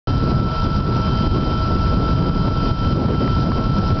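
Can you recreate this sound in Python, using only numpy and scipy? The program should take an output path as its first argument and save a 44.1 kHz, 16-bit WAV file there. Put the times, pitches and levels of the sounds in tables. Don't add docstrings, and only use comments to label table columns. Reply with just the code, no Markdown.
import sys
import numpy as np
from scipy import signal
from scipy.io import wavfile

SR = 44100
rng = np.random.default_rng(int(sys.argv[2]) if len(sys.argv) > 2 else 0)


def generate_wav(sig):
    pcm = np.round(np.clip(np.atleast_2d(sig).T, -1, 1) * 32767).astype(np.int16)
    wavfile.write(sys.argv[1], SR, pcm)


N = 176400


def from_db(db):
    return 10 ** (np.asarray(db) / 20)


def unit_rms(x):
    return x / np.sqrt(np.mean(x ** 2) + 1e-20)


def curve(points):
    return np.interp(np.arange(N) / SR, *np.transpose(points))


def drift(rate_hz):
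    hop, settle = 40, 2000
    pole = np.exp(-2 * np.pi * rate_hz * hop / SR)
    noise = rng.standard_normal(N // hop + settle + 2)
    slow = signal.lfilter([1], [1, -2 * pole, pole ** 2], noise)[settle:]
    return np.interp(np.arange(N) / hop, np.arange(len(slow)), unit_rms(slow))


def resonance(x, hz, width_hz):
    radius = np.exp(-np.pi * width_hz / SR)
    feedback = [1, -2 * radius * np.cos(2 * np.pi * hz / SR), radius ** 2]
    return signal.lfilter(np.array([1, 0, -1]) * (1 - radius ** 2) / 2, feedback, x + 1e-18)


def double_resonance(x, hz, width_hz):
    return resonance(resonance(x, hz, width_hz), hz, width_hz)


def banded_noise(spectrum, flicker_db, flicker_hz, bands, swell_db=lambda hz: 0):
    points_hz, points_db = np.transpose(spectrum)
    edges_hz = np.geomspace(points_hz[0], points_hz[-1], bands + 1)
    white = rng.standard_normal((2, N))
    steady = swelling = 0
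    for k, (low, high) in enumerate(zip(edges_hz, edges_hz[1:])):
        centre_hz = np.sqrt(low * high)
        level_db = np.interp(np.log(centre_hz), np.log(points_hz), points_db)
        bandpass = signal.butter(2, [low, high], "band", fs=SR, output="sos")
        band = signal.sosfilt(bandpass, white[k % 2]) * from_db(level_db + flicker_db * drift(flicker_hz))
        steady += band
        swelling += band * from_db(swell_db(centre_hz))
    return swelling / np.std(steady)


# time_s, level_db
GUSTS = [(.08, -12), (.19, -15), (.33, -10), (.42, -9.5), (.56, -22), (.68, -13), (.74, -17), (.8, -12),
         (.93, -13), (1.04, -15), (1.12, -11), (1.19, -15), (1.26, -13.5), (1.48, -13), (1.64, -17.5),
         (1.8, -12), (1.87, -16.5), (1.98, -9.5), (2.06, -13), (2.22, -11), (2.4, -13.5), (2.48, -10),
         (2.56, -13.5), (2.74, -14), (2.83, -16.5), (2.9, -12.5), (3.14, -7.5), (3.2, -15.5), (3.28, -13.5),
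         (3.44, -12), (3.62, -12.5), (3.98, -13.5)]
# freq_hz, relative_density_db
RUMBLE_SPECTRUM = [(20, -4.5), (40, -1), (80, -0.23), (140, -0.5), (200, -5.5), (310, -11.5), (400, -19.5),
                   (500, -21.5), (700, -28), (1200, -35.5), (2000, -51.5), (4000, -78.5)]


def wind(gain_db=-2.5, eddy_db=1.45, eddy_hz=27.6, tilt_per_octave=0.52, pivot_hz=134):
    level_db = curve(GUSTS)
    gust_db = level_db - level_db.mean() + eddy_db * drift(eddy_hz)

    def swell_db(hz):
        octaves = np.clip(np.log2(hz / pivot_hz), -2, 2)
        return gust_db * (1 + tilt_per_octave * octaves)

    rumble = banded_noise(RUMBLE_SPECTRUM, flicker_db=1, flicker_hz=14, bands=18, swell_db=swell_db)
    return from_db(gain_db + level_db.mean()) * rumble


# peak_s, level_db
WIND_BUFFETS = [(.26, -26), (0.331, -24), (.68, -23.5), (0.889, -22.5), (1.37, -21), (1.491, -19.5),
                (1.719, -23.5), (1.93, -24.5), (2.02, -23), (2.261, -22), (2.669, -24), (2.98, -17),
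                (3.11, -17), (3.23, -16), (3.48, -20), (3.59, -17)]


def buffets(half_width_s=0.035):
    t = np.arange(N) / SR
    swell = sum(from_db(db) * np.exp(-((t - peak_s) / half_width_s) ** 2) for peak_s, db in WIND_BUFFETS)
    return swell * unit_rms(double_resonance(rng.standard_normal(N), hz=248, width_hz=240))


def bubbles(per_s, low_hz, high_hz, cycles, spread_db, pitches):
    strengths = from_db(spread_db * np.minimum(rng.exponential(1, N), 4)) * rng.choice([-1, 1], N)
    clicks = strengths * (rng.random(N) < per_s / SR)
    pitch_index = rng.integers(0, pitches, N)
    rings = 0
    for k, hz in enumerate(np.geomspace(low_hz, high_hz, pitches)):
        rings += unit_rms(resonance(clicks * (pitch_index == k), hz, 2 * hz / cycles))
    return unit_rms(rings)


# freq_hz, relative_density_db
RUSH_SPECTRUM = [(150, 14), (600, 11), (1000, 11), (1500, 6), (1900, -2), (2600, 0.5), (3500, 1),
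                 (4100, 1.5), (4450, -0.5), (4900, 3.5), (5500, -2), (6300, -13)]


def water(rush_db=-35, gurgle_db=-40.5, fizz_db=-44.5, surge_db=0.1):
    rush = banded_noise(RUSH_SPECTRUM, flicker_db=1.17, flicker_hz=14, bands=36)
    gurgle = bubbles(per_s=350, low_hz=429, high_hz=1400, cycles=29, spread_db=2.5, pitches=16)
    fizz = bubbles(per_s=1800, low_hz=2340, high_hz=5130, cycles=6, spread_db=5, pitches=14)
    churn = from_db(rush_db) * rush + from_db(gurgle_db) * gurgle + from_db(fizz_db) * fizz
    return churn * from_db(surge_db * drift(rate_hz=9))


# start_s, peak_before_lowpass_db, centre_hz
WATER_SPLATS = [(1.076, -21, 1300), (3.133, -25, 1500), (3.146, -21.5, 1800), (3.243, -23, 1300),
                (3.277, -14, 780), (3.518, -10, 750)]


def splats(decay_s=0.0013, lowpass_hz=2300):
    out = np.zeros(N)
    t = np.arange(SR // 20) / SR
    for start_s, peak_db, centre_hz in WATER_SPLATS:
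        noise = rng.standard_normal(len(t)) * np.exp(-t / decay_s)
        burst = double_resonance(noise, centre_hz, width_hz=centre_hz)
        start = int(start_s * SR)
        out[start:start + len(t)] += from_db(peak_db) * burst / np.abs(burst).max()
    return signal.sosfilt(signal.butter(4, lowpass_hz, fs=SR, output="sos"), out)


# centre_hz, width_hz, level_db
COVER_MODES = [(466.7, 45, -41.5), (638.5, 20, -40.5), (740, 20, -47), (830, 30, -45.5), (912, 57, -45.5),
               (960.6, 56, -42.5), (1085.4, 20, -46), (1151, 61, -51.5), (1373, 160, -48.5),
               (1563, 120, -54), (4020, 230, -53), (4173, 170, -51.5), (4670, 94, -52.5), (4864, 140, -49),
               (5120, 120, -51)]


def cover_drone():
    return sum(from_db(level_db) * unit_rms(double_resonance(rng.standard_normal(N), hz, width_hz))
               for hz, width_hz, level_db in COVER_MODES)


def tone(pitch_hz, level_db, flutter_db):
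    amplitude = np.sqrt(2) * from_db(level_db + flutter_db * drift(rate_hz=11))
    return amplitude * np.sin(2 * np.pi * (np.cumsum(pitch_hz) / SR + rng.random()))


# pitch_hz, level_db
GEAR_PARTIALS = [(1823, -58.5), (2417, -64.5), (2657, -56), (4797, -52)]
# time_s, level_db
WHISTLE_ENVELOPE = [(.08, -42), (.16, -42), (.26, -53.5), (.44, -44.5), (.76, -45), (.92, -52), (1.1, -39),
                    (1.22, -40), (1.36, -42), (1.56, -41), (1.74, -48.5), (2.06, -43), (2.55, -43.5),
                    (2.68, -42.5), (2.87, -39.5), (3.02, -46.5), (3.12, -39.5), (3.33, -40), (3.4, -47),
                    (3.58, -43), (3.98, -48)]


def gear_and_whistle(whistle_hz=3113.5, wander=0.00024):
    partials = GEAR_PARTIALS + [(whistle_hz, curve(WHISTLE_ENVELOPE))]
    return sum(tone(hz * (1 + wander * drift(rate_hz=4.5)), db, flutter_db=1) for hz, db in partials)


# shaft_multiple, level_db
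WHINE_HARMONICS = [(11, -47.5), (23, -27.5), (24, -45), (25, -47.5), (26, -50)]
# time_s, offset_db
WHINE_ENVELOPE = [(.08, -1), (.45, 0.5), (.7, 0.7), (1.04, 0), (1.2, -2.5), (1.6, 0), (2.1, 0.7),
                  (2.6, -.5), (2.85, -0.9), (3.1, -1), (3.6, -0.8), (3.98, 0.7)]


def motor_whine(shaft_hz=57.87, wander=0.00016):
    speed_hz = shaft_hz * (1 + wander * drift(rate_hz=12))
    offset_db = curve(WHINE_ENVELOPE)
    return sum(tone(round(multiple) * speed_hz, level_db + offset_db, flutter_db=0.7)
               for multiple, level_db in WHINE_HARMONICS)


def scene():
    motor = motor_whine() + gear_and_whistle() + cover_drone()
    return (motor + water() + splats() + wind() + buffets())[None]


def record(dry):
    start_s, lowpass_hz = 0.072, 6500
    threshold_db, ceiling = -9, 0.42
    attack_s, look_ahead_s, release_db_per_s = 0.00029, 0.00034, 55
    t = np.arange(N) / SR
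    mic = dry[0] * (t >= start_s)
    over_db = np.maximum(20 * np.log10(np.abs(mic) + 1e-9) - threshold_db, 0)
    held_db = np.maximum.accumulate(over_db + release_db_per_s * t) - release_db_per_s * t
    pole = np.exp(-1 / (attack_s * SR))
    smoothed_db = signal.lfilter([1 - pole], [1, -pole], held_db)
    duck_db = np.interp(t + look_ahead_s, t, smoothed_db)
    limited = np.clip(mic * from_db(-duck_db), -ceiling, ceiling)
    return signal.sosfilt(signal.cheby2(12, 50, lowpass_hz, fs=SR, output="sos"), limited)[None]


dry = scene()
out = record(dry)
generate_wav(out)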